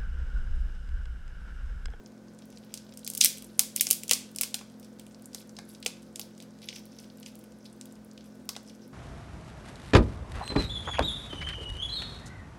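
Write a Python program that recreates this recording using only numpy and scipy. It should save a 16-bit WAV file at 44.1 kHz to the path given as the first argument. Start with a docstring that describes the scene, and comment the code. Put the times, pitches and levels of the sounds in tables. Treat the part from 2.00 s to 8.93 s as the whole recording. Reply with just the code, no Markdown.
"""Cracking a lobster tail

Hands pull a hard lobster tail shell apart over a wooden board in a small tiled kitchen.
Each fracture is a bright burst of splinters a few ms long, and the flexing shell tube
gives hollow knocks. In between, shell scrapes and wet flesh peels in tiny ticks.
The room adds short reflections; a fridge and its fan hum underneath."""
import sys
import numpy as np
from scipy import signal
from scipy.fft import rfft, irfft
from scipy.io import wavfile
from scipy.ndimage import uniform_filter1d

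SR = 44100
rng = np.random.default_rng(int(sys.argv[2]) if len(sys.argv) > 2 else 0)


def wav_out(sig):
    """Save sig, one row per channel (or a flat mono array), as 16-bit PCM at SR to the path in sys.argv[1]."""
    wavfile.write(sys.argv[1], SR, np.round(np.clip(np.atleast_2d(sig).T, -1, 1) * 32767).astype(np.int16))


N = 305613

# featured shell cracks and the quick room echoes of the loudest ones:
# (time [s], relative level [dB], splinter pitch [Hz], wall ring vs splinters [dB])
CRACKS_AND_ECHOES = [(0.061, -26, 5800, -11), (0.4213, -32, 5330, -25), (0.526, -32, 7000, 0),
                     (0.5735, -24, 5360, -12), (0.7404, -6.5, 7800, -16.5), (0.752, -23, 6100, -11),
                     (0.775, -13, 6400, -12), (0.9238, -28, 5200, -6), (0.9378, -25, 8100, -19),
                     (0.9735, -14.5, 7700, -21), (0.993, -22, 8300, -17), (1.0467, -11, 8360, -37),
                     (1.0653, -10.5, 5700, -21), (1.0763, -3, 8800, -24), (1.101, -4.5, 9500, -27),
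                     (1.113, -20, 6700, -23), (1.136, -11, 9900, -31), (1.1504, -5, 8850, -18),
                     (1.1726, -12, 7300, -9), (1.1768, -1.5, 9600, -38), (1.2086, 4, 8440, -23),
                     (1.212, 14, 5900, -11), (1.239, 6, 6900, -22), (1.2467, 14, 9500, -20),
                     (1.258, 9.5, 8040, -31), (1.373, -18, 10500, -7), (1.383, -14.5, 8500, -19),
                     (1.423, -17, 9500, -8), (1.444, -18.5, 9400, -21), (1.5933, 14.5, 9150, -19),
                     (1.762, 4, 10700, -17), (1.778, -20, 7360, 0), (1.797, -6, 4500, -14),
                     (1.8096, 14, 9800, -14.5), (1.8689, 1, 7540, -12), (1.889, -10, 9300, -25),
                     (1.904, 1.5, 10100, -10.5), (1.9099, 14.5, 11400, -26), (1.9295, 1.5, 10330, -14.5),
                     (2.0344, -8, 9100, -12), (2.0804, -12, 9800, -21), (2.0943, -2, 7650, -2.5),
                     (2.105, -15, 8800, -12), (2.1113, 13, 9000, -7.5), (2.122, -1, 6500, -10),
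                     (2.1336, 9.5, 7400, -30), (2.1443, -17, 6700, -11), (2.3487, -26, 7200, -19),
                     (2.361, -6.5, 8950, -22), (2.3855, -5, 7400, -11), (2.4112, 7.5, 10000, -18.5),
                     (2.4173, -6.5, 7460, -8), (2.4335, 3, 7500, -12.5), (2.442, -17, 6900, -15),
                     (2.543, 0.5, 7000, -11.5), (2.5442, -4, 7900, -12.5), (2.5525, -11, 9900, -44),
                     (2.591, -19.5, 5940, -13), (2.7978, -25, 9800, -28), (2.846, -24.5, 6000, -23),
                     (2.9962, -19, 8060, -6.5), (3.0664, -28, 9000, -2.5), (3.1462, -27, 5300, -30),
                     (3.2223, -27, 11400, -33), (3.2575, -18.5, 8760, -32), (3.3318, -21, 6400, -20),
                     (3.3469, -7.5, 6860, -18), (3.416, -25, 6300, -25), (3.4939, -23.5, 7350, -20),
                     (3.5665, -16, 5600, -15), (3.5881, -14, 5450, -27), (3.749, -20.5, 5300, -19),
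                     (3.803, -31, 10000, -18), (3.8272, -14, 4700, -8), (3.8492, -22, 9500, -18),
                     (3.8614, -4, 6500, 0), (3.8634, -1, 6640, -22), (3.865, -7, 6370, -31),
                     (3.877, -10, 6200, -25), (4.0281, -28, 6600, -21), (4.1585, -9, 7500, -11),
                     (4.1954, -10, 6000, -12.5), (4.1955, -6, 13000, -27), (4.2138, -10, 5140, -34),
                     (4.3787, -25.5, 7150, -17), (4.4023, -22, 6450, -10), (4.4237, -22.5, 6700, -11.5),
                     (4.6181, -24, 5500, -16.5), (4.642, -25, 5260, -16), (4.6875, -8.5, 5400, -3.5),
                     (4.728, -22, 4400, -2), (4.757, -20, 8000, -5), (4.761, -17.5, 5380, -4),
                     (4.988, -21.5, 5500, -27), (5.0005, -23.5, 9400, -19.5), (5.2, -24.5, 11200, -32),
                     (5.2295, -20, 5500, -7), (5.2615, -15, 6140, -5), (5.3544, -23, 9400, -22),
                     (5.3914, -24.5, 11800, -18), (5.44, -26, 9530, -6.5), (5.7281, -28, 8500, -28.5),
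                     (5.812, -15.5, 6940, -14), (5.856, -23, 9700, -8), (5.924, -28, 8960, -35),
                     (6.177, -23.5, 4700, -8), (6.491, -2.5, 5500, -20), (6.4915, -7.5, 12000, -28.5),
                     (6.553, -27, 4700, 3), (6.5643, -11.5, 6340, -10), (6.697, -24, 5200, -13.5)]
# hollow knocks of the flexing shell tube: (time [s], relative level [dB], pitch [Hz])
TUBE_KNOCKS = [(1.593, -32.5, 520), (1.869, -40, 550), (1.91, -36, 526), (2.112, -25, 460),
               (2.121, -30.5, 404), (2.41, -39.5, 490), (2.433, -37.5, 450), (2.543, -38.5, 700),
               (2.612, -40, 398), (3.348, -44, 641), (3.587, -33.5, 663), (3.861, -25, 412),
               (4.194, -39, 502), (6.491, -35, 717), (6.564, -35.5, 466)]
# fingers working the shell: (time [s], rustle level [dB], wet layer vs scrape [dB])
FINGER_WORK = [(0.1, -88, -12), (0.34, -71.5, -6), (0.64, -72, 0), (0.8, -69, -4), (1.0, -73, 0),
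               (1.3, -69.5, 2.5), (2.66, -73, 1.5), (3.0, -76, 4), (3.79, -82, 4), (3.95, -75, 1.5),
               (4.51, -77, -5.5), (4.7, -62.5, -8), (4.86, -68.5, -4), (5.1, -71, -2.5),
               (5.67, -75.5, -1.5), (6.25, -76.5, 0), (6.69, -74.5, -2), (6.93, -78.5, -6)]
# brief rips and squelches: (start [s], length [s], level [dB])
RIPS = [(1.209, .052, -28), (1.757, 0.027, -47), (2.11, .02, -40), (2.83, 0.025, -64), (3.34, 0.073, -58.5),
        (3.681, 0.074, -65.5), (4.398, 0.038, -63.5), (4.622, 0.037, -60.5), (4.685, .107, -58),
        (4.985, 0.067, -62), (5.254, .033, -58), (5.647, 0.022, -58.5), (6.24, 0.034, -68),
        (6.668, 0.037, -63), (6.811, .045, -64)]
# resonances of scraping shell: (centre [Hz], width [Hz], relative level [dB])
SCRAPE_BANDS = [(3050, 1800, -6.5), (4360, 1750, -5.5), (5650, 1200, -4.5)]
# resonances of sticky flesh peeling off: (centre [Hz], width [Hz], relative level [dB])
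FLESH_BANDS = [(8200, 3000, -7), (11000, 2100, -7), (13900, 3500, -11.5)]
# diffuse tail of the kitchen: (band [Hz], time to fall 60 dB [s], level [dB])
REVERB_BANDS = [(715, 0.036, -50.5), (1390, 0.34, -45.5), (3280, 0.37, -44.5), (6340, 0.3, -42.5),
                (11100, 0.2, -37.5)]
# reflections off bowl, wall, worktop and cupboard: (delay [ms], smear [ms], level [dB])
REFLECTIONS = [(3.2, 0.54, -7.5), (8.5, 1.5, -14), (11.0, 0.5, -22.5), (16.0, 3.3, -20)]
# compressor and fan tones: (pitch [Hz], rms level [dB], waver [dB])
FRIDGE_TONES = [(53, -77.5, -1), (57.2, -72.5, -3), (120.2, -63.5, 0), (168.5, -63, 2.5),
                (213.2, -52.5, 0.3), (255, -59, 3.5), (344.5, -66.5, 4), (511, -70.5, 0), (1484, -77, 2),
                (1543, -80.5, 4.5)]
# spectrum of the room's air noise: (frequency [Hz], relative level [dB])
AIR_SPECTRUM = [(30, -44), (60, -15), (100, -21), (170, -13.5), (230, -5), (300, -10.5), (390, -15),
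                (500, -10.5), (750, -21), (1100, -26), (1500, -27), (2800, -37), (6100, -36), (15000, -49)]

WALL_HZ, WALL_OCTAVES = 2950, 0.27  # broad ring of the shell wall
# high, thin splinters let go faster than low, thick ones: decay at a reference pitch, log-log slope
SPLINTER_MS, SPLINTER_HZ, DECAY_SLOPE = 1.4, 7010, 0.6
# bandwidth of the splinters: wider for strong breaks, never quite alike
SPREAD_OCTAVES, SPREAD_PER_DB, SPREAD_SCATTER = 0.45, 0.0022, 0.23
SNAPS_PER_S, SNAP_DB, SNAP_SCATTER_DB = 17, -32.5, 3.5
SNAP_HZ, SNAP_SCATTER_OCTAVES, SNAP_WALL_DB = 7100, 0.68, -15.5


def shell_cracks():
    """A spiky burst of splinter noise per crack or quick echo. Returns direct sound and room send."""
    size, lead = 1024, 32  # samples
    t = np.arange(size) / SR
    f = np.arange(size // 2 + 1) * SR / size + 1
    delay = np.exp(-2j * np.pi * f * lead / SR)  # leaves space for the filter's pre-ring
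    direct, send = np.zeros((2, N))
    for time, db, hz, wall_db in np.concatenate([CRACKS_AND_ECHOES, faint_snaps()]):
        noise, uneven = rng.standard_normal((2, size))
        octaves = (SPREAD_OCTAVES + SPREAD_PER_DB * db) * np.exp(SPREAD_SCATTER * uneven[-1])
        splinters = bell(f, hz, octaves)
        treble_click = undb(-19.5 + 0.27 * db) * f ** 2 / (f ** 2 + 5600 ** 2)  # grows with force
        wall_ring = undb(wall_db) * bell(f, WALL_HZ, WALL_OCTAVES)
        colour = undb(db) * (splinters + treble_click + wall_ring) * delay
        decay_ms = max(SPLINTER_MS * (SPLINTER_HZ / hz) ** DECAY_SLOPE, 0.2)
        attack = 1 - np.exp(-t / 0.0002)
        decay = np.exp(-1000 * t / decay_ms) + 1.6 * np.exp(-t / 0.0003)
        spikes = undb(3 * uniform_filter1d(uneven, 8) * np.sqrt(8))  # splinters let go unevenly
        burst = attack * decay * spikes * noise
        burst /= np.linalg.norm(burst)
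        start = max(time, 0.001) - lead / SR
        add(direct, start, irfft(rfft(burst) * colour))
        add(send, start, irfft(colour))
    return undb(-5) * direct, undb(-8.5) * send


def faint_snaps():
    """Small fractures at random moments, stronger as the fingers work harder; rows for shell_cracks."""
    count = int(SNAPS_PER_S * N / SR)
    times = (np.arange(count) + rng.random(count)) / SNAPS_PER_S
    level_draw, pitch_draw, wall_draw = rng.standard_normal((count, 3)).T
    work_times, work_db, _ = np.transpose(FINGER_WORK)
    effort_db = np.interp(times, work_times, work_db) + 70
    db = SNAP_DB + 0.45 * effort_db + SNAP_SCATTER_DB * level_draw
    hz = np.clip(SNAP_HZ * 2 ** (SNAP_SCATTER_OCTAVES * pitch_draw), 4000, 13000)
    return np.transpose([times, db, hz, SNAP_WALL_DB + 5 * wall_draw])


def tube_knocks():
    """The shell tube flexes: a dull pulse diving to the tube's pitch, wrapped in a puff of noise."""
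    out = np.zeros(N)
    t = np.arange(1000) / SR
    for time, db, hz in TUBE_KNOCKS:
        cycles = hz * (t + 0.003 * (1 - np.exp(-t / 0.00079)))  # bending waves bring the lows late
        ring = np.sin(2 * np.pi * cycles) * (t / 0.0021) * np.exp(1 - t / 0.0012)
        puff = 1.8 * rng.standard_normal(len(t)) * np.exp(-t / 0.0021)
        add(out, time, undb(db) * (ring + puff))
    return band(out, 190, 2400)


def wet_rustle():
    """Tiny ticks under the fingers: shell scraping, wet flesh above it, both louder during a rip."""
    times, touch_db, wet_db = np.transpose(FINGER_WORK)
    t = np.arange(N) / SR
    rips = sum(undb(db) * ((t > start) & (t < start + length)) for start, length, db in RIPS)
    envelope = undb(np.interp(t, times, touch_db)) + uniform_filter1d(rips, size=400)
    scrape = grains(SCRAPE_BANDS, per_s=800, scatter_db=6, flicker_db=3)
    flesh = grains(FLESH_BANDS, per_s=640, scatter_db=6, flicker_db=4)
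    return envelope * (scrape + undb(np.interp(t, times, wet_db)) * flesh)


def grains(resonances, per_s, scatter_db, flicker_db):
    """Random clicks ring each resonance; a few poke out, and each band's level flickers."""
    out = np.zeros(N)
    for hz, width, db in resonances:
        strength = undb(scatter_db * np.minimum(rng.exponential(size=N), 4))
        clicks = (rng.random(N) < per_s / SR) * strength * rng.standard_normal(N)
        ticks = unit_rms(band(clicks, hz - width / 2, hz + width / 2))
        out += undb(db + flicker_db * drift(35)) * ticks
    return out


def kitchen_reverb(send):
    """Nearby surfaces throw smeared echoes; the diffuse tail builds fast and lingers in the mids."""
    t = np.arange(SR // 2) / SR
    onset = 1 - np.exp(-(t / 0.0017) ** 2)
    response = np.zeros(len(t))
    for hz, t60, db in REVERB_BANDS:
        wash = unit_rms(band(rng.standard_normal(len(t)), hz / 1.57, hz * 1.63))
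        response += undb(db) * wash * onset * undb(-60 * t / t60)
    for delay_ms, smear_ms, db in REFLECTIONS:
        age_ms = 1000 * t - delay_ms
        echo = rng.standard_normal(len(t)) * (age_ms > 0) * np.exp(-np.abs(age_ms) / smear_ms)
        response += undb(db) * echo / np.linalg.norm(echo)
    return signal.fftconvolve(send, response)[:N]


def fridge_hum():
    """Compressor and fan tones, each wavering in level and phase."""
    t = np.arange(N) / SR
    hum = np.zeros(N)
    for hz, db, waver in FRIDGE_TONES:
        amplitude = np.sqrt(2) * undb(db + waver * drift(9))
        cycles = hz * t + rng.random() + 0.04 * waver * drift(4.4)
        hum += amplitude * np.sin(2 * np.pi * cycles)
    return hum


def room_air(rms_db):
    """A steady bed of dark air noise."""
    hz, db = np.transpose(AIR_SPECTRUM)
    f = np.arange(N // 2 + 1) * SR / N + 1
    colour = undb(np.interp(np.log(f), np.log(hz), db))
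    return undb(rms_db) * unit_rms(irfft(rfft(rng.standard_normal(N)) * colour, N))


def bell(f, hz, octaves):
    """Gain curve of a resonance, bell-shaped over log frequency, at rms 1."""
    return unit_rms(np.exp(-(np.log2(f / hz) / max(octaves, 0.1)) ** 2 / 4) / np.sqrt(f))


def drift(per_s):
    """Smooth random modulation: held values, slewed twice."""
    hold = int(SR / per_s)
    steps = np.repeat(rng.standard_normal(N // hold + 1), hold)
    return 0.81 * uniform_filter1d(uniform_filter1d(steps, hold), hold)[:N]


def band(x, low_hz, high_hz):
    """Causal band-pass."""
    edges = [low_hz, min(high_hz, SR / 2 - 100)]
    return signal.sosfilt(signal.butter(2, edges, "bandpass", fs=SR, output="sos"), x)


def undb(db):
    """Gain of a level in dB."""
    return 10 ** (np.asarray(db) / 20)


def unit_rms(x):
    """Scale to rms 1."""
    return x / np.sqrt(np.mean(x ** 2))


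def add(track, time, sound):
    """Mix a short sound in at a time in seconds."""
    i = int(time * SR)
    track[i:i + len(sound)] += sound[:N - i]


def scene():
    """Mono mix: the shell up front, the kitchen around it, hum and air underneath."""
    cracks, crack_send = shell_cracks()
    handling = tube_knocks() + wet_rustle()
    room = kitchen_reverb(crack_send + handling)
    return (cracks + handling + room + fridge_hum() + room_air(rms_db=-55))[None]


def record(dry):
    """Soft-clip the loudest peaks, then trim the deepest bass and the very top."""
    rounded = dry / (1 + (dry / 0.9) ** 4) ** 0.25
    low_cut = signal.butter(4, 45, "highpass", fs=SR, output="sos")
    high_cut = signal.ellip(10, 0.2, 80, 15900, fs=SR, output="sos")
    return signal.sosfilt(high_cut, signal.sosfilt(low_cut, rounded))


dry = scene()
out = record(dry)
wav_out(out)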